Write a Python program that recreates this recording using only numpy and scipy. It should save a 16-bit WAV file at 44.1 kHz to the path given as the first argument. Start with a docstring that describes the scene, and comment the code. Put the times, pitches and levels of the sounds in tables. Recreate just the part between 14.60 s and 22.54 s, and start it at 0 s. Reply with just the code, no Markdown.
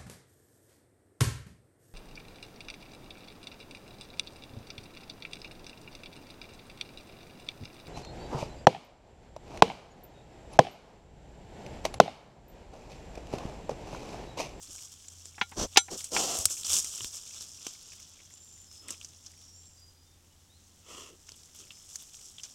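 """Wild boars rooting in dry leaves

Boars root about beside a camera fixed low in a wood; leaves crackle as clustered noise bursts.
Snorts are fluttering noise through throat and nostril resonances; knocks ring the housing's modes.
Twigs snap as decaying impulses through a resonance, and hoofs thud as brief low sines.
Distant birds whistle warbling, echoed sines over faint shaped-noise hiss and a low wavering hum."""
import sys
import numpy as np
from scipy import signal
from scipy.fft import rfft, irfft
from scipy.io import wavfile

SR = 44100
rng = np.random.default_rng(int(sys.argv[2]) if len(sys.argv) > 2 else 0)


def transcribe(signal):
    """Save signal, clipped to [-1, 1], as a 16-bit WAV file at the path in sys.argv[1]."""
    frames = np.atleast_2d(signal).T
    limited = np.clip(frames, -1, 1)
    pcm = np.round(limited * 32767).astype(np.int16)
    wavfile.write(sys.argv[1], SR, pcm)


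N = 350154

# Spectrum of still air and microphone hiss: (frequency [Hz], relative density [dB per Hz])
AIR_SPECTRUM = [(12, -39.5), (20, -6.5), (53, -15.5), (66, -9.5), (85, -9.5), (209, -19), (247, -19),
                (674, -28.5), (775, -26), (1110, -30.5), (2720, -33.5), (2960, -31.5), (3400, -33),
                (5950, -29), (15800, -40.5)]
AIR_DB = -63
# Level of the hum: (time [s], level [dB])
HUM_LEVEL = [(0, -66.5), (1, -60.5), (3.002, -71.5), (4.2, -63), (5.3, -64.5), (6.8, -67.5), (7.9, -76.5)]
HUM_HZ = 86

# Spectra of crisp top leaves and the coarse litter beneath: (frequency [Hz], relative density [dB per Hz])
CRISP_SPECTRUM = [(100, -22.5), (400, -22.5), (1300, -22.5), (2000, -30), (3300, -13.5), (4400, -15),
                  (5600, 0), (7400, -1), (8800, -8), (10300, -15.5), (12000, -17.5), (15500, -27.5)]
COARSE_SPECTRUM = [(200, -24), (800, -11), (1300, -8.5), (1800, -18), (2400, -10), (2900, -3.5), (3550, 0),
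                   (4100, -7), (6000, -31), (12000, -55.5)]
# Treble of the crisp leaves against their duller part: (time [s], level [dB])
DRYNESS = [(0, 0), (0.7, -4.5), (1.8, 4), (2.6, -3.5), (3.4, -9.5), (4.101, -1.5), (4.85, -7.5), (5.5, -1),
           (6.9, -3), (7.4, 0), (7.9, -4.5)]
# Leaves stirred steadily, before the leaf gains:
# (time [s], crisp level [dB], coarse crunch relative to crisp [dB])
STIRRING = [(0, -50.5, -10), (0.4, -51, -11), (1.0, -51.5, -14), (1.5, -51, -12), (1.8, -39, -10.5),
            (2.3, -41.5, -20), (2.9, -45.5, -15), (3.2, -47.5, -13.5), (3.58, -54, -7.5),
            (4.05, -55, -12.5), (4.601, -54.5, -12), (5.2, -60, -15.5), (5.38, -66, -8.5), (5.9, -65, -8.5),
            (6.15, -60.5, -10), (6.6, -58, -12), (7.2, -52, -11.5), (7.9, -51.5, -17.5)]
# Hoof or snout pressing into leaves, before the leaf gains:
# (start [s], time under load [s], crisp level [dB], coarse crunch relative to crisp [dB])
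STEPS = [(0.01, 0.027, -42, -20), (0.095, 0.16, -43, -18), (0.31, 0.019, -47, -13),
         (0.64, 0.037, -51.5, -14), (1.11, .05, -49.5, -6), (1.365, 0.045, -36, -14),
         (1.435, 0.032, -41.5, -14), (1.74, 0.086, -35.5, -16), (1.895, 0.037, -29, -24),
         (1.965, 0.024, -34.5, -20), (2.047, 0.049, -31, -12.5), (2.085, 0.038, -24, -12.5),
         (2.12, 0.064, -20.5, -18.5), (2.22, 0.17, -36.5, -16), (2.41, 0.053, -36, -19),
         (2.52, 0.055, -39, -16.5), (2.74, 0.044, -43, -9.5), (2.794, 0.028, -39.5, -15),
         (2.995, .04, -50, -3), (3.04, 0.046, -39.5, -11), (3.3, 0.036, -50.5, -22),
         (4.12, 0.055, -49.5, -14.5), (4.275, 0.048, -42, -6), (4.395, 0.043, -49.5, -8.5),
         (4.645, 0.033, -52.5, -13), (4.79, .11, -55, -23.5), (6.66, 0.085, -54, -4),
         (6.755, .095, -55, -8.5), (6.94, .075, -48, -7.5), (7.281, 0.069, -47.5, -16),
         (7.38, .05, -47, -11), (7.519, 0.1824, -49.5, -16.5), (7.829, 0.023, -47, -2.5)]
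PRESS_S, SETTLE_S = 0.017, 0.025  # rise of the load; decay constant once it is lifted

# Snorts and grunts: (start [s], length [s], level [dB], rise [s], sag over the length [dB],
# nearness [0-1], starting throat resonance [Hz], its relative level [dB], nostril hiss relative level [dB])
SNORTS = [(0.075, .064, -60.5, .023, 11, 0.8, 277, 7, -10),
          (0.95, .13, -34.5, 0.053, -0.5, .985, 260, -5.5, -4.5),
          (1.294, 0.087, -43, .03, 3.5, 0.94, 390, 1, 4), (1.502, .06, -44, .035, -4, 0.94, 516, 1.5, 6.5),
          (1.514, 0.39, -33.5, 0.059, 12.5, 0.64, 786, -3, 6.5),
          (4.173, 0.21, -60, 0.12, -7.5, 0.06, 340, -4, -13),
          (6.217, 0.35, -48, .13, 4, 0.08, 420, -18, -0.5), (6.478, 0.1, -67, .03, -2, 0.2, 416, 5.5, -15),
          (6.962, 0.13, -70, 0.059, -0.5, 0, 340, 5, -12)]
# Spectra of the snout close up, the snout a few steps off, the nostril jet and the puff of air:
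# (frequency [Hz], relative density [dB per Hz])
NEAR_SNOUT = [(50, -15), (150, -6.5), (300, 1), (620, 3.5), (900, 0), (1250, -7), (1550, -12), (2400, -17),
              (3200, -11.5), (4500, -8.5), (9000, -41)]
FAR_SNOUT = [(120, -13), (270, 6.5), (450, 6.5), (750, -6.5), (1050, 6), (1320, 7), (1550, -13), (1950, 1),
             (2400, -5), (2750, 6.5), (3500, 3.5), (3800, -27), (6000, -45), (12000, -28)]
NOSTRIL_JET = [(1500, -34), (3000, -6.5), (4600, -5), (5700, 4), (7300, 2.5), (8500, -4), (10000, -13),
               (12000, -14.5), (15500, -25)]
PUFF_SPECTRUM = [(10, -13), (25, -11), (36, 4), (50, -1), (70, -15), (150, -9), (600, -61.5)]
RELEASE_SHARE, THROAT_END = 0.43, 0.87  # share of length spent dying away; final / initial resonance
WHISTLE_DB, WHISTLE_LOSS_DB = -0.5, 47  # nostril whistle at nearness 1; loss at nearness 0
PUFF_DB, PUFF_LOSS_DB = -4, 77  # the same for the puff that buffets the microphone

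# Twigs snapping: (time [s], level [dB], ring [Hz], dull body relative level [dB], decay constant [s])
SNAPS = [(0.1525, -38.5, 7500, -6.5, .0023), (0.4828, -34.5, 7300, -21, .003),
         (0.6558, -31, 6800, -12.5, 0.00095), (1.442, -29.5, 7700, -27, 0.0069),
         (1.788, -22, 8000, -19, .0018), (1.8549, -6, 7400, -17.5, 0.0017),
         (1.9033, -35, 6500, -8.5, 0.0088), (2.046, -27.5, 5570, -15, 0.0053),
         (2.1307, -21, 7000, -26, .0055), (2.245, -26, 7160, -13, .002), (2.4062, -35, 3140, -3.5, 0.0048),
         (2.4452, -26, 3350, -1, 0.0011), (2.8084, -35, 5400, -8, 0.0025), (3.067, -26.5, 6300, -5, 0.0029),
         (3.32, -48.5, 2400, -20, 0.0032), (3.4282, -38.5, 6000, -24.5, .0014),
         (3.602, -51.5, 2250, -4.5, 0.0048), (3.7386, -37.5, 7300, -11.5, 0.0012),
         (4.114, -39, 5840, -10.5, 0.0015), (4.2836, -31, 8600, -25, .0015),
         (4.3062, -26, 7600, -13, 0.0024), (4.343, -47, 2900, -19, .003), (4.413, -38.5, 2880, -18, 0.002),
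         (4.4462, -33.5, 6040, -27, .0045), (4.663, -38.5, 5850, -29, 0.0081),
         (6.691, -36, 6200, -11, 0.0019), (6.7188, -36.5, 5800, -11.5, 0.0018),
         (6.989, -42, 6300, -17, .0022), (7.105, -41, 2940, -14, 0.0076), (7.357, -27, 6700, -31, 0.0027),
         (7.783, -38.5, 3400, -22, 0.0038), (7.797, -42.5, 3070, -15, 0.0054),
         (7.8342, -33.5, 6100, -29, 0.0099)]
# Spectrum of the dull twig body: (frequency [Hz], relative density [dB per Hz])
TWIG_BODY = [(60, -6), (180, 0.5), (330, 2), (700, -1), (1300, 1), (2100, -11), (2800, 2), (5000, -9.5),
             (12000, -9)]

# Snout against the housing: (time [s], ring [dB], clatter [dB], hardness as cut-off [Hz],
# clatter decay constant [s], weight of the lowest modes [dB])
KNOCKS = [(0.779, -39, -29.5, 1890, 0.0081, -14), (0.8116, -3.5, -11, 2750, 0.0058, -12.5),
          (0.916, -41, -33, 1780, 0.013, -8), (1.159, -12, -16, 3386, 0.0066, -9),
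          (1.1709, 2, 1.5, 8500, 0.0045, -5.5), (1.282, -28, -31.5, 2010, 0.0055, -3),
          (1.563, -7.5, -12.5, 2880, 0.0053, -26)]
# Modes of the housing: (frequency [Hz], relative level [dB], time to fall 60 dB [s])
HOUSING_MODES = [(790, -9, .05), (1000, -10, .035), (1403, -25, .09), (1600, -25, .04), (1775, -24, .05),
                 (2172, -26, .07), (2298, -22, .065), (2490, -20, .04), (2600, -22, .05), (3009, -27, .07),
                 (3262, -24, .068), (3355, -23, .08), (3635, -19, .06), (3919, -26, .11), (4108, -20, .065),
                 (4730, -19, .04), (5358, -20, .05), (5991, -17, .11), (6255, -24, .07), (6410, -18, .06),
                 (7122, -22, .08), (7516, -27, .19), (8203, -33, .095), (8823, -27, .097), (9293, -31, .11),
                 (9820, -30, .11)]
# Spectrum of the clatter: (frequency [Hz], relative density [dB per Hz])
CLATTER_SPECTRUM = [(40, -21), (180, -7.5), (460, -8), (600, -20), (820, 3.5), (1250, -9), (2700, 0.5),
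                    (4000, -0.5), (6300, 0), (7200, -6), (10000, -16.5), (15500, -21.5)]

# Heavy footfalls on soft ground: (start [s], level [dB], frequency [Hz], length [s])
THUDS = [(1.781, -39, 71.5, 0.037), (1.844, -43, 94, 0.043), (2.075, -47, 82, .09), (2.235, -56, 65, 0.089),
         (2.41, -46, 108, 0.036), (2.441, -48.5, 48, 0.033)]

# Distant birds: (start [s], length [s], start pitch [Hz], end pitch [Hz], level before the echo mix [dB])
BIRDS = [(3.694, 0.37, 7290, 7190, -53.5), (4.058, .22, 5180, 5205, -53.5),
         (4.751, 0.27, 5600, 5600, -56.5), (4.911, .2, 7250, 7480, -54.5), (5.15, 0.17, 4860, 4900, -60),
         (5.371, 0.097, 4920, 4880, -65.5), (5.336, .25, 3590, 3640, -76), (5.692, .09, 2950, 2920, -70),
         (5.879, .11, 3463, 4410, -62), (7.05, .22, 5240, 5140, -60.5)]
# Rms warble at the reference pitch; it grows as this power of the starting pitch
WARBLE_HZ, WARBLE_AT_HZ, WARBLE_POWER = 24.8, 4980, 4

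# Dips of the microphone's port: (centre [Hz], width [Hz], depth [0-1])
PORT_DIPS = [(880, 230, 0.5), (1985, 480, 0.4), (3894, 420, 0.3), (6320, 1300, 0.2), (10200, 540, 0.2)]
EDGE_HZ = 16000  # upper band limit


def amp(db):
    """Level law: 20 dB is a factor of ten in amplitude."""
    return 10 ** (np.asarray(db) / 20)


def unit(x):
    """Power normalisation: scales to rms 1."""
    return x / np.sqrt(np.mean(x ** 2) + 1e-20)


def add(mix, s, sound):
    """Superposition: adds a sound to the mix at time s."""
    part = mix[max(round(s * SR), 0):][:len(sound)]
    part += sound[:len(part)]


def colour(x, points):
    """Minimum-phase filtering: shapes a spectrum causally, keeping the power of white noise."""
    hz, db = np.transpose(points)
    grid = np.fft.rfftfreq(4096, 1 / SR) + 1
    gain = unit(amp(np.interp(np.log(grid), np.log(hz), db)))
    log_gain = np.log(np.r_[gain, gain[-2:0:-1]])
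    # The Hilbert transform of the log gain gives the minimum phase
    taps = np.fft.ifft(np.exp(np.conj(signal.hilbert(log_gain)))).real
    return signal.oaconvolve(x, taps[:len(taps) // 2])[:len(x)]


def wander(n, rate_hz):
    """Band-limited chance: Gaussian low-pass noise of rms 1."""
    hz = np.fft.rfftfreq(n, 1 / SR)
    spectrum = rfft(rng.standard_normal(n)) * np.exp(-(hz / rate_hz) ** 2)
    return unit(irfft(spectrum, n))


def swell(t, length, rise, fall):
    """Smooth onset and release: squared-sine rise and fall."""
    onset = np.sin(np.pi / 2 * np.clip(t / rise, 0, 1)) ** 2
    release = np.sin(np.pi / 2 * np.clip((length - t) / fall, 0, 1)) ** 2
    return onset * release


def resonate(x, hz, width_hz):
    """Damped resonance: shifts a moving centre to zero, applies two equal poles and shifts back."""
    turn = np.exp(2j * np.pi * np.cumsum(hz * np.ones(len(x))) / SR)
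    r = np.exp(-np.pi * width_hz / SR)
    return unit((turn * signal.lfilter([1], [1, -2 * r, r * r], x / turn)).real)


def background(waver_hz=0.76, waver_db=1.5):
    """Stationary noise and frequency modulation: even hiss beside a hum wavering in pitch and level."""
    turns = np.cumsum(HUM_HZ + waver_hz * wander(N, 11)) / SR
    hum = unit(np.sin(2 * np.pi * turns) * amp(waver_db * wander(N, 4.1)))
    hum_db = np.interp(np.arange(N) / SR, *np.transpose(HUM_LEVEL))
    hiss = colour(rng.standard_normal(N), AIR_SPECTRUM)
    return amp(hum_db) * hum + amp(AIR_DB) * hiss


def footwork():
    """Addition of powers: each step's load swells, holds and settles over steady stirring."""
    t = np.arange(N) / SR
    times, stir_db, crunch_db = np.transpose(STIRRING)
    crisp_db = np.interp(t, times, stir_db)
    coarse_db = np.interp(t, times, stir_db + crunch_db)
    power = amp([crisp_db, coarse_db]) ** 2
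    t = t[:SR // 2]
    for s, length, db, crunch_db in STEPS:
        press = np.sin(np.pi / 2 * np.minimum(t / PRESS_S, 1))
        load = press * np.exp(-np.maximum(t - length, 0) / SETTLE_S)
        add(power[0], s, (amp(db) * load) ** 2)
        add(power[1], s, (amp(db + crunch_db) * load) ** 2)
    return np.sqrt(power)


def crackle(per_s, spread_db, bed):
    """Random fracture: tiny bursts of very unequal size over a blur of leaves sliding."""
    fractures = rng.random(N) < per_s / SR
    sizes = amp(spread_db * np.minimum(rng.exponential(1, N), 3.5)) * fractures
    # Each fracture's energy decays with a constant of 0.6 ms
    energy = signal.lfilter([1], [1, -np.exp(-1 / (0.0006 * SR))], sizes ** 2)
    return unit(np.sqrt(energy / energy.mean() + abs(bed)) * rng.standard_normal(N))


def leaves(crisp_level, coarse_level, split_hz=6500, uneven_db=1.0, uneven_hz=22):
    """Modulated fracture noise: crisp leaves and coarse litter give way unevenly under the animals."""
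    crisp = colour(crackle(per_s=910, spread_db=3.0, bed=0.64), CRISP_SPECTRUM)
    crisp = crisp * crisp_level * amp(uneven_db * wander(N, uneven_hz))
    coarse = colour(crackle(per_s=510, spread_db=3.0, bed=0.26), COARSE_SPECTRUM)
    coarse = coarse * coarse_level * amp(uneven_db * wander(N, uneven_hz))
    dull = signal.sosfiltfilt(signal.butter(3, split_hz, fs=SR, output="sos"), crisp)
    # Half the tilt lifts the treble, half lowers the rest
    tilt = amp(np.interp(np.arange(N) / SR, *np.transpose(DRYNESS)) / 2)
    tilted = dull / tilt + (crisp - dull) * tilt
    return amp(-3.5) * tilted + amp(-4) * coarse


def ticks(activity, per_s, low_hz, high_hz, cycles, sharpness, spread_db, tick_db, most_db=12):
    """Buckling resonators: small pitched ticks, louder as the animals move more."""
    out = np.zeros(N)
    t = np.arange(SR // 50) / SR
    push = np.minimum(activity / np.median(activity), amp(most_db))
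    for place, pitch, size in rng.random((int(per_s * N / SR), 3)):
        hz = low_hz * (high_hz / low_hz) ** pitch
        flick = rng.standard_normal(len(t)) * np.exp(-t * hz / cycles)
        tick = signal.lfilter(*signal.iirpeak(hz, sharpness, fs=SR), flick)
        level = push[int(place * N)] * amp(tick_db - spread_db * np.log(size + 0.058))
        add(out, place * N / SR, level * tick / abs(tick).max())
    return out


def snorts(flutter_hz=140, flutter_db=1.5, throat_width_hz=260, whistle_hz=5950, whistle_width_hz=1000):
    """Turbulent source and resonator: fluttering air excites throat and snout, with whistle and puff near."""
    out = np.zeros(N)
    t = np.arange(SR // 2) / SR
    for s, length, db, rise, sag_db, near, throat_hz, throat_db, hiss_db in SNORTS:
        flutter = unit(amp(flutter_db * wander(len(t), flutter_hz)))
        # Six independent noises share one flutter
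        near_air, far_air, throat_air, jet_air, whistle_air, puff_air = (
            rng.standard_normal((6, len(t))) * flutter)
        far = 1 - near
        snout = np.sqrt(near) * colour(near_air, NEAR_SNOUT) + np.sqrt(far) * colour(far_air, FAR_SNOUT)
        gliding_hz = throat_hz * np.interp(t, [0, length], [1, THROAT_END])
        throat = amp(throat_db) * resonate(throat_air, gliding_hz, throat_width_hz)
        jet = amp(hiss_db) * colour(jet_air, NOSTRIL_JET)
        whistle = resonate(whistle_air, whistle_hz, whistle_width_hz)
        whistle *= amp(WHISTLE_DB - WHISTLE_LOSS_DB * far)
        puff = amp(PUFF_DB - PUFF_LOSS_DB * far) * unit(colour(puff_air, PUFF_SPECTRUM))
        breath = swell(t, length, rise, RELEASE_SHARE * length) * amp(db - sag_db * t / length)
        add(out, s, (snout + throat + jet + whistle + puff) * breath)
    return out


def snaps(sharpness=6.4, scatter_db=-20, scatter_s=0.011, spike=0.21, spike_s=0.00022, crack_db=-13,
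          top_hz=9800, top_at_db=-32, octave_db=24):
    """Sudden release of strain: twigs crack, ring and stir leaves; litter muffles the faint ones."""
    out = np.zeros(N)
    t = np.arange(SR // 12) / SR
    for s, db, hz, body_db, decay in SNAPS:
        shape = np.exp(-t / decay) + spike * np.exp(-t / spike_s)
        crack, thump = shape * rng.choice([-1, 1], (2, len(t)))
        ring = signal.lfilter(*signal.iirpeak(hz, sharpness, fs=SR), crack)
        ring = np.sqrt(np.mean(shape ** 2)) * unit(ring)
        sharp_crack = amp(crack_db) * np.diff(crack, prepend=0) / 2
        body = amp(body_db) * colour(thump, TWIG_BODY)
        stirred = colour(rng.standard_normal(len(t)) * np.exp(-t / scatter_s), CRISP_SPECTRUM)
        # The cut-off rises one octave for each octave_db of level
        cutoff_hz = min(top_hz * 2 ** ((db - top_at_db) / octave_db), SR / 2.2)
        litter = signal.butter(2, cutoff_hz, fs=SR)
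        snap = ring + sharp_crack + body + amp(scatter_db) * stirred
        add(out, s, amp(db) * signal.lfilter(*litter, snap))
    return out


def knocks(build=.0018, low_hz=1200):
    """Modal excitation: each nudge makes the housing clatter and ring; soft contact loses the treble."""
    out = np.zeros(N)
    t = np.arange(SR // 4) / SR
    attack = 1 - np.exp(-(t / build) ** 2)
    for s, ring_db, clatter_db, hard_hz, decay, weight_db in KNOCKS:
        ring = np.zeros(len(t))
        for hz, db, t60 in HOUSING_MODES:
            mode_level = amp(db + weight_db * (hz < low_hz) - 60 * t / t60)
            ring += mode_level * np.sin(2 * np.pi * (hz * t + rng.random()))
        clatter = colour(rng.standard_normal(len(t)) * np.exp(-t / decay), CLATTER_SPECTRUM)
        contact = signal.butter(3, hard_hz, fs=SR)
        blow = attack * (amp(ring_db) * ring + amp(clatter_db) * clatter)
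        add(out, s, signal.lfilter(*contact, blow))
    return out


def thuds():
    """Heavily damped motion: soft ground gives for a few cycles under a hoof."""
    out = np.zeros(N)
    for s, db, hz, length in THUDS:
        t = np.arange(0, length, 1 / SR)
        add(out, s, amp(db) * np.sin(2 * np.pi * hz * t) * np.sin(np.pi * t / length) ** 2)
    return out


def birds(t60=.7):
    """Frequency modulation and scattering: thin warbling whistles smeared by echoes from the trunks."""
    out = np.zeros(N)
    for s, length, start_hz, end_hz, db in BIRDS:
        t = np.arange(0, length, 1 / SR)
        warble = WARBLE_HZ * (start_hz / WARBLE_AT_HZ) ** WARBLE_POWER * wander(len(t), 85)
        hz = start_hz + (end_hz - start_hz) * t / length + warble
        whistle = np.sin(2 * np.pi * np.cumsum(hz) / SR)
        add(out, s, amp(db) * swell(t, length, rise=.035, fall=0.032) * whistle)
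    trunks = rng.standard_normal(SR) * amp(-60 * np.arange(SR) / SR / t60)
    echoes = signal.oaconvolve(out, trunks / np.linalg.norm(trunks))[:N]
    return .75 * out + .7 * echoes


def port(x):
    """Interference: the narrow opening before the microphone partly cancels a few bands."""
    for hz, width, depth in PORT_DIPS:
        x = x - depth * signal.lfilter(*signal.iirpeak(hz, hz / width, fs=SR), x)
    return x


def scene():
    """Two transmission paths: airborne sound enters by the port, knocks travel through the housing."""
    crisp, coarse = footwork()
    single_leaves = ticks(crisp, per_s=30, low_hz=3400, high_hz=10500, cycles=3.4, sharpness=3,
                          spread_db=3.5, tick_db=-48)
    small_sticks = ticks(coarse, per_s=9, low_hz=2000, high_hz=3900, cycles=8.7, sharpness=6,
                         spread_db=2.5, tick_db=-54)
    litter = leaves(crisp, coarse) + single_leaves + small_sticks
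    airborne = litter + snorts() + snaps() + birds()
    return (background() + port(airborne) + knocks() + thuds())[None]


def record(dry, ceiling=0.64):
    """Saturation and band limiting: loud peaks overload softly, then the top is cut."""
    limited = ceiling * np.tanh(dry / ceiling)
    lowpass = signal.firwin(511, EDGE_HZ, window=("kaiser", 9), fs=SR)
    return signal.oaconvolve(limited, lowpass[None], "same")


dry = scene()
out = record(dry)
transcribe(out)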